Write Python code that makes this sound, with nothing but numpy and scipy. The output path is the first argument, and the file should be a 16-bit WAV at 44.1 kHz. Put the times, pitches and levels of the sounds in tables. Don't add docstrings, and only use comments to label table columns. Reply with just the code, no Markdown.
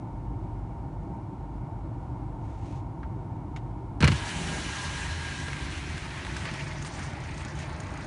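import sys
import numpy as np
from scipy import signal
from scipy.fft import rfft, irfft, next_fast_len
from scipy.io import wavfile

SR = 44100
rng = np.random.default_rng(int(sys.argv[2]) if len(sys.argv) > 2 else 0)


def bounce(signal):
    frames = np.transpose(np.atleast_2d(signal))
    limited = np.clip(frames, -1, 1)
    pcm = np.round(limited * 32767).astype(np.int16)
    wavfile.write(sys.argv[1], SR, pcm)


N = 355534
TIME = np.arange(N) / SR
HZ = np.maximum(np.arange(N // 2 + 1) * SR / N, 1)
SLIDE_START_S, SLIDE_END_S = 4.05, 6.58
GAP_OPENS_S, GAP_WIDE_S = 5.4, 6.71


def from_db(db):
    return 10 ** (np.asarray(db) / 20)


def rms_one(x):
    return x / np.sqrt(np.mean(x ** 2) + 1e-20)


def ramp(start, end):
    return np.clip((TIME - start) / (end - start), 0, 1)


def swell(middle, length):
    return np.cos(np.pi * np.clip((TIME - middle) / length, -.5, .5)) ** 2


def after(s):
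    return np.maximum(TIME - s, 0)


def sliding():
    return ramp(SLIDE_START_S, SLIDE_START_S + 0.065) * (1 - ramp(SLIDE_END_S - .16, SLIDE_END_S))


def add(track, s, sound):
    at = int(s * SR)
    track[at:at + len(sound)] += sound[:N - at]


def gain_at(spectrum, hz):
    points, db = np.transpose(spectrum)
    return from_db(np.interp(np.log(hz), np.log(points), db)) * np.minimum(hz / points[0], 1) ** 2


def coloured(x, spectrum):
    return rms_one(irfft(rfft(x) * gain_at(spectrum, HZ), N))


def drift(rate_hz):
    step = 40
    size = next_fast_len(N // step + 2)
    hz = np.arange(size // 2 + 1) * SR / (step * size)
    slow = irfft(rfft(rng.standard_normal(size)) / (1 + (hz / rate_hz) ** 2), size)
    return np.interp(np.arange(N) / step, np.arange(size), rms_one(slow))


def noise(spectrum):
    return coloured(rng.standard_normal(N), spectrum)


def grains(per_s, spread_db):
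    sizes = from_db(spread_db * np.minimum(rng.exponential(1, N), 4)) * rng.choice([-1, 1], N)
    return rms_one(sizes * (rng.random(N) < per_s / SR))


def patchy(x, depth_db, rate_hz):
    spectrum, out = rfft(x), 0
    for octave in np.arange(16, 29) / 2:
        band = np.maximum(1 - 2 * np.abs(np.log2(HZ) - octave), 0)
        out += irfft(spectrum * band, N) * from_db(depth_db * drift(rate_hz))
    return rms_one(out)


def resonant(x, modes):
    peaks = sum(from_db(db) * signal.lfilter(*signal.iirpeak(hz, hz / width, fs=SR), x)
                for hz, width, db in modes)
    return rms_one(x + peaks)


def ring(clicks, hz, t60):
    radius, angle = np.exp(-np.log(1000) / (t60 * SR)), 2 * np.pi * hz / SR
    return signal.lfilter([0, np.sin(angle)], [1, -2 * radius * np.cos(angle), radius ** 2], clicks + 1e-18)


def snap(colour, tilt_db, t60, size=8192):
    hz = np.maximum(np.arange(size // 2 + 1) * SR / size, 1)
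    tilt = from_db(tilt_db * np.log2(np.maximum(hz, 300) / 2000))
    gain = rms_one(gain_at(colour, hz) * tilt)
    cepstrum = irfft(np.log(gain + 1e-4))
    cepstrum[1:size // 2] *= 2
    cepstrum[size // 2 + 1:] = 0
    burst = rng.choice([-1, 1], size) * np.exp(-np.log(1000) * np.arange(size) / SR / t60)
    return .5 * irfft(rfft(burst) * np.exp(rfft(cepstrum)))


def shifting_echoes(x, echo_db, wander, count=5):
    delays = [mean * (1 + wander * drift(0.556)) for mean in rng.uniform(0.003026, .014, count)]
    echoes = sum(np.interp(TIME - delay, TIME, x) for delay in delays)
    return (x + from_db(echo_db) * echoes) / np.sqrt(1 + count * from_db(echo_db) ** 2)


def engine_rumble(opened):
    # (frequency [Hz], level [dB])
    shut_colour = [(20, -34), (34, -24.5), (48, 3.5), (61, -6), (73, -3.5), (86, -6.5), (104, 0.5),
                   (165, -8), (225, -16), (300, -10), (385, -18), (440, -34.5), (700, -73)]
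    open_colour = [(20, -43), (36, -11), (52, 1), (68, 3.5), (86, 3), (108, -1.5), (150, 0.5), (195, -8),
                   (250, -10.5), (320, -8.5), (385, -14), (440, -24.5), (700, -66)]
    shut_boom = from_db(-35.5) * np.sqrt(1 - opened) * noise(shut_colour)
    open_boom = from_db(-37) * np.sqrt(opened) * noise(open_colour)
    return (shut_boom + open_boom) * from_db(0.85 * drift(15))


def heater(opened):
    # (frequency [Hz], level [dB])
    colour = [(380, -24), (470, -9.5), (560, -11), (670, -7), (850, -8), (930, -6.5), (1010, -9.5),
              (1130, -17), (1400, -20.5), (1700, -30), (2300, -32.5), (2600, -36), (4800, -42),
              (10500, -48)]
    # (frequency [Hz], width [Hz], level [dB])
    ducts = [(803, 14, 2), (911, 29, 5), (1100, 33, -9), (1430, 70, -9), (1780, 70, -2.5), (2130, 65, -0.5),
             (2246, 50, 2), (2800, 64, -4)]
    return from_db(-47.5 + 0.26 * drift(3.3) - 7.2 * opened) * resonant(noise(colour), ducts)


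def storm():
    # (frequency [Hz], level [dB])
    roar_colour = [(300, -15), (620, 0.5), (760, -0.5), (900, 2), (1070, -1.5), (1350, -3.5), (1600, -4),
                   (2200, -17), (5000, -51)]
    rush_colour = [(1100, -15), (1600, -1.5), (1900, 4), (2400, 1.5), (3000, -7), (5000, -13), (10500, -44)]
    snow_colour = [(1500, -36), (3000, 2.5), (4300, 5.5), (5100, 3), (6600, 1), (7800, -2.5), (9600, -1),
                   (10500, -39)]
    # (middle [s], length [s], roar lift [dB], rush lift [dB], snow lift [dB])
    gusts = [(6.463, 0.078, 6, -4, 9.5), (6.62, 0.44, 0.5, 4, 1.5), (6.863, 0.32, -1.5, -3.5, 2.5),
             (7.02, 0.2, 2, -1, 4), (7.335, 0.36, -3, 1.5, 1), (7.553, 0.17, -1.5, -3, -1)]
    roar_db, rush_db, snow_db = sum(np.outer(lifts, swell(s, length)) for s, length, *lifts in gusts)
    wide_s = after(GAP_WIDE_S)
    roar = from_db(-44.5 + roar_db) * patchy(noise(roar_colour), depth_db=2, rate_hz=31)
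    rush = from_db(-47.5 + rush_db - 3 * wide_s + 2 * drift(43)) * noise(rush_colour)
    flakes = coloured(grains(per_s=5000, spread_db=0.5), snow_colour)
    snow = from_db(-54 + snow_db - 2.5 * wide_s) * patchy(flakes, depth_db=4, rate_hz=10)
    return ramp(GAP_OPENS_S, GAP_WIDE_S) * (roar + snow) + ramp(4.1, 5.7) * rush


def engine_outside():
    # (frequency [Hz], level [dB])
    colour = [(1500, -10), (3500, -12.5), (5400, -10), (6500, 1.5), (7900, -10.5), (9250, -3), (10000, -20)]
    # (time [s], level [dB])
    sharp_ticks = [(6.8245, -29.5), (6.9927, -36), (7.2386, -46), (7.3783, -37), (7.449, -30),
                   (7.4834, -39), (7.5893, -31.5), (7.8026, -31), (7.974, -36)]
    firing_hz, first_tick_s = 28.55, 6.503
    hum = np.sqrt(2) * np.sin(2 * np.pi * 5 * firing_hz * TIME)
    out = from_db(-52.5 + 8.1 * drift(4.4)) * ramp(SLIDE_START_S, GAP_OPENS_S) * hum
    firings = np.arange(first_tick_s, N / SR, 1 / firing_hz)
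    soft_ticks = [(s, -41.5 + rng.uniform(-2.76, 3)) for s in firings]
    for s, db in soft_ticks + list(sharp_ticks):
        add(out, s, from_db(db) * snap(colour, tilt_db=-5.5, t60=0.026))
    return out


def sleeve():
    # (frequency [Hz], level [dB])
    colour = [(800, 0), (2000, 11), (2650, 7), (3200, 4), (3700, 2), (5000, -0.5), (6700, 1), (10500, -8.5)]
    # (middle [s], length [s], level [dB], rustle centre [Hz])
    strokes = [(2.57, 0.57, -66.5, 4500), (2.726, 0.29, -61.5, 4200), (6.383, 0.14, -47.5, 4000),
               (6.478, 0.084, -37, 1090), (6.871, 0.052, -45, 3700), (7.004, 0.24, -46.5, 1700),
               (7.434, 0.17, -52, 1900), (7.607, 0.2, -49.5, 4200)]
    width_octaves = 1.4
    fibres = rfft(grains(per_s=6000, spread_db=3)) * gain_at(colour, HZ)
    out = np.zeros(N)
    for s, length, db, hz in strokes:
        band = np.exp(-.5 * (np.log2(HZ / hz) / width_octaves) ** 2)
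        out += from_db(db) * swell(s, length) * rms_one(irfft(fibres * band, N))
    return out * from_db(1.1 * drift(30))


def switch():
    # (frequency [Hz], level [dB])
    colour = [(600, -17), (1400, 2), (2200, -2), (3600, -6), (5000, -13), (7500, -15), (8800, -27),
              (10500, -23)]
    # (time [s], level [dB], tilt [dB/octave], ring [Hz])
    clicks = [(3.031, -38.5, -8.5, 1620), (3.562, -36, 0, 2200)]
    out = np.zeros(N)
    for s, db, tilt_db, hz in clicks:
        click = snap(colour, tilt_db, t60=0.076)
        body = ring(signal.unit_impulse(len(click)), hz, t60=0.03)
        add(out, s, from_db(db) * (click + from_db(-4) * body))
    return out


def grit():
    # (frequency [Hz], level [dB])
    colour = [(900, -4.5), (1800, -5), (3200, 8), (4300, -4.5), (5200, 2), (7000, -10), (10500, -13)]
    level = from_db(-56 - 35 * after(6.6)) * (TIME > SLIDE_START_S)
    crumbs = grains(per_s=500 * from_db(8 * drift(6)), spread_db=3.5)
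    return level * patchy(coloured(crumbs, colour), depth_db=1.5, rate_hz=26)


def window_motor():
    # (time [s], pitch [Hz])
    pitch = [(4.2, 1625), (4.35, 1646), (4.62, 1613), (5.1, 1629), (5.45, 1619), (5.75, 1564), (6.4, 1534)]
    # (shaft order [multiple], level [dB])
    partials = [(19, -21), (20, 0.5), (21, -13), (36, -26), (37, -23)]
    # (middle [s], length [s], shaft order [multiple], level [dB])
    drones = [(4.432, 0.36, 2, -36.5), (5.221, 0.98, 1, -38.5)]
    gear_order, full_s, runs_free_s = 20, 4.6, 5.47
    shaft_hz = np.interp(TIME, *np.transpose(pitch)) / gear_order
    wobble = 1 + 0.0027 * drift(25) + 0.00211 * drift(3.75)
    turn = 2 * np.pi * np.cumsum(shaft_hz * wobble) / SR
    whine = sum(from_db(db + 1.3 * drift(16)) * np.sin(order * turn) for order, db in partials)
    whine_db = -47 - 22 * np.maximum(full_s - TIME, 0) - 24 * after(runs_free_s)
    drone = sum(from_db(db) * swell(s, length) * np.sin(order * turn) for s, length, order, db in drones)
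    return np.sqrt(2) * (from_db(whine_db) * whine + drone) * sliding()


def ice_cracks():
    # (time [s], level [dB], tilt [dB/octave], push on the door [dB], t60 [s])
    cracks = [(4.005, -23.5, 7, -11.5, 0.069), (4.015, -22.5, -1, -40, .075),
              (4.0254, -13, 3.5, -17, 0.026), (4.031, -12.5, -0.5, -3, 0.058),
              (4.042, -12, 4.5, -38, 0.063), (4.054, -18, -1.5, -44, 0.048), (4.069, -20, 0.5, -32, .047),
              (4.076, -12, 6.5, -34, 0.029), (4.082, -11.5, 1, -10, .044), (4.101, -33, -7, -20, .03),
              (4.117, -22, 6, -13, 0.056), (5.483, -25.5, 1.5, -51, 0.026), (5.531, -25, 3.5, -52, 0.025),
              (5.778, -33, 9, -55, 0.028), (5.979, -27, 12, -58, .02), (6.249, -27.5, 5, -58, 0.019),
              (6.267, -27.5, 5, -58, 0.032), (6.366, -25.5, 10.5, -54, 0.04), (6.454, -28.5, 6, -53, 0.047),
              (6.476, -37, 2, -46, .047), (6.513, -32.5, 8, -22.5, 0.022), (6.537, -30, 5.5, -57, .06),
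              (6.609, -30, 2, -57, .02), (6.848, -30, 9, -56, 0.042)]
    # (frequency [Hz], level [dB])
    colour = [(300, 1.5), (400, 7.5), (600, 5.5), (740, -3), (1050, 6), (1220, 2.5), (1600, 3), (2300, -1),
              (3300, -8.5), (4200, -12.5), (5500, -19), (7000, -24.5), (10500, -35)]
    # (frequency [Hz], level [dB])
    pane_modes = [(1340, -3.5), (1600, 4), (2850, 3), (3400, -0.5), (4110, -5), (4400, -5.5)]
    # (frequency [Hz], level [dB], t60 [s])
    door_modes = [(69.3, -10, 0.25), (87.7, -6.5, 0.12), (101.5, -14, 0.43), (130, -9, 0.24),
                  (149.7, -6.5, 0.11), (217, -9.5, 0.068), (344, -13.5, 0.037)]
    out, pushes = np.zeros(N), np.zeros(N)
    for s, crack_db, tilt_db, push_db, t60 in cracks:
        crack = snap(colour, tilt_db, t60)
        tap = signal.unit_impulse(len(crack))
        ping = sum((-1) ** k * from_db(db + rng.uniform(-21.6, 6)) * ring(tap, hz, t60=0.025)
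                   for k, (hz, db) in enumerate(pane_modes))
        add(out, s, from_db(crack_db) * (crack + from_db(-14.5) * ping))
        add(pushes, s, from_db([push_db]))
    boom = sum((-1) ** k * from_db(db) * ring(pushes, hz, t60)
               for k, (hz, db, t60) in enumerate(door_modes))
    return out + signal.sosfilt(signal.butter(2, 42, "high", fs=SR, output="sos"), boom)


def glass_scrape():
    # (frequency [Hz], level [dB])
    seal_colour = [(250, 1), (520, -5), (940, 2), (1230, -2), (1650, 1.5), (2500, -2), (2950, -2),
                   (3250, -4), (4200, -6), (4900, -10.5), (5950, -9), (7700, -12), (10500, -16.5)]
    drag_colour = [(70, 3), (110, -2), (170, -3), (320, -3), (420, -12.5), (750, -13), (1200, -26.5)]
    # (frequency [Hz], width [Hz], level [dB], strongest at [s])
    cavity_modes = [(936, 32, 2, 4.3), (1626, 45, 2, 5.2), (1800, 70, -7, 5.0), (2360, 52, -6, 4.3),
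                    (2945, 150, -2.5, 4.1), (3530, 110, -12, 3.8), (3950, 100, -9, 5.1),
                    (4220, 130, -3, 5.8), (4500, 68, -3, 4.4), (5380, 140, -5, 5.45), (5900, 220, -2, 5.0),
                    (6850, 150, -4, 4.5)]
    fade_db_per_s = 12
    cavity = [(hz, width, db - fade_db_per_s * np.abs(TIME - s)) for hz, width, db, s in cavity_modes]
    sunk = ramp(4.9, 6.0)
    frost = grains(per_s=22000 * from_db(-13 * sunk), spread_db=1.5)
    scrape = patchy(resonant(coloured(frost, seal_colour), cavity), depth_db=1.5, rate_hz=12.5)
    dull = signal.sosfilt(signal.butter(1, 2600, fs=SR, output="sos"), scrape)
    scrape += 0.14 * sunk * (dull - scrape)
    drag = from_db(-36.5) * swell(middle=4.5, length=0.57) * noise(drag_colour)
    return from_db(-38.5) * scrape * sliding() + drag


def scene():
    at_window = glass_scrape() + grit() + storm() + engine_outside()
    window = shifting_echoes(at_window, echo_db=-17, wander=0.0415)
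    opened = ramp(4.03, 4.53)
    cabin = engine_rumble(opened) + heater(opened)
    mono = cabin + sleeve() + switch() + ice_cracks() + window_motor() + window
    return np.stack([mono, mono])


def record(dry):
    return signal.sosfilt(signal.ellip(12, .2, 80, 10400, fs=SR, output="sos"), dry)


dry = scene()
out = record(dry)
bounce(out)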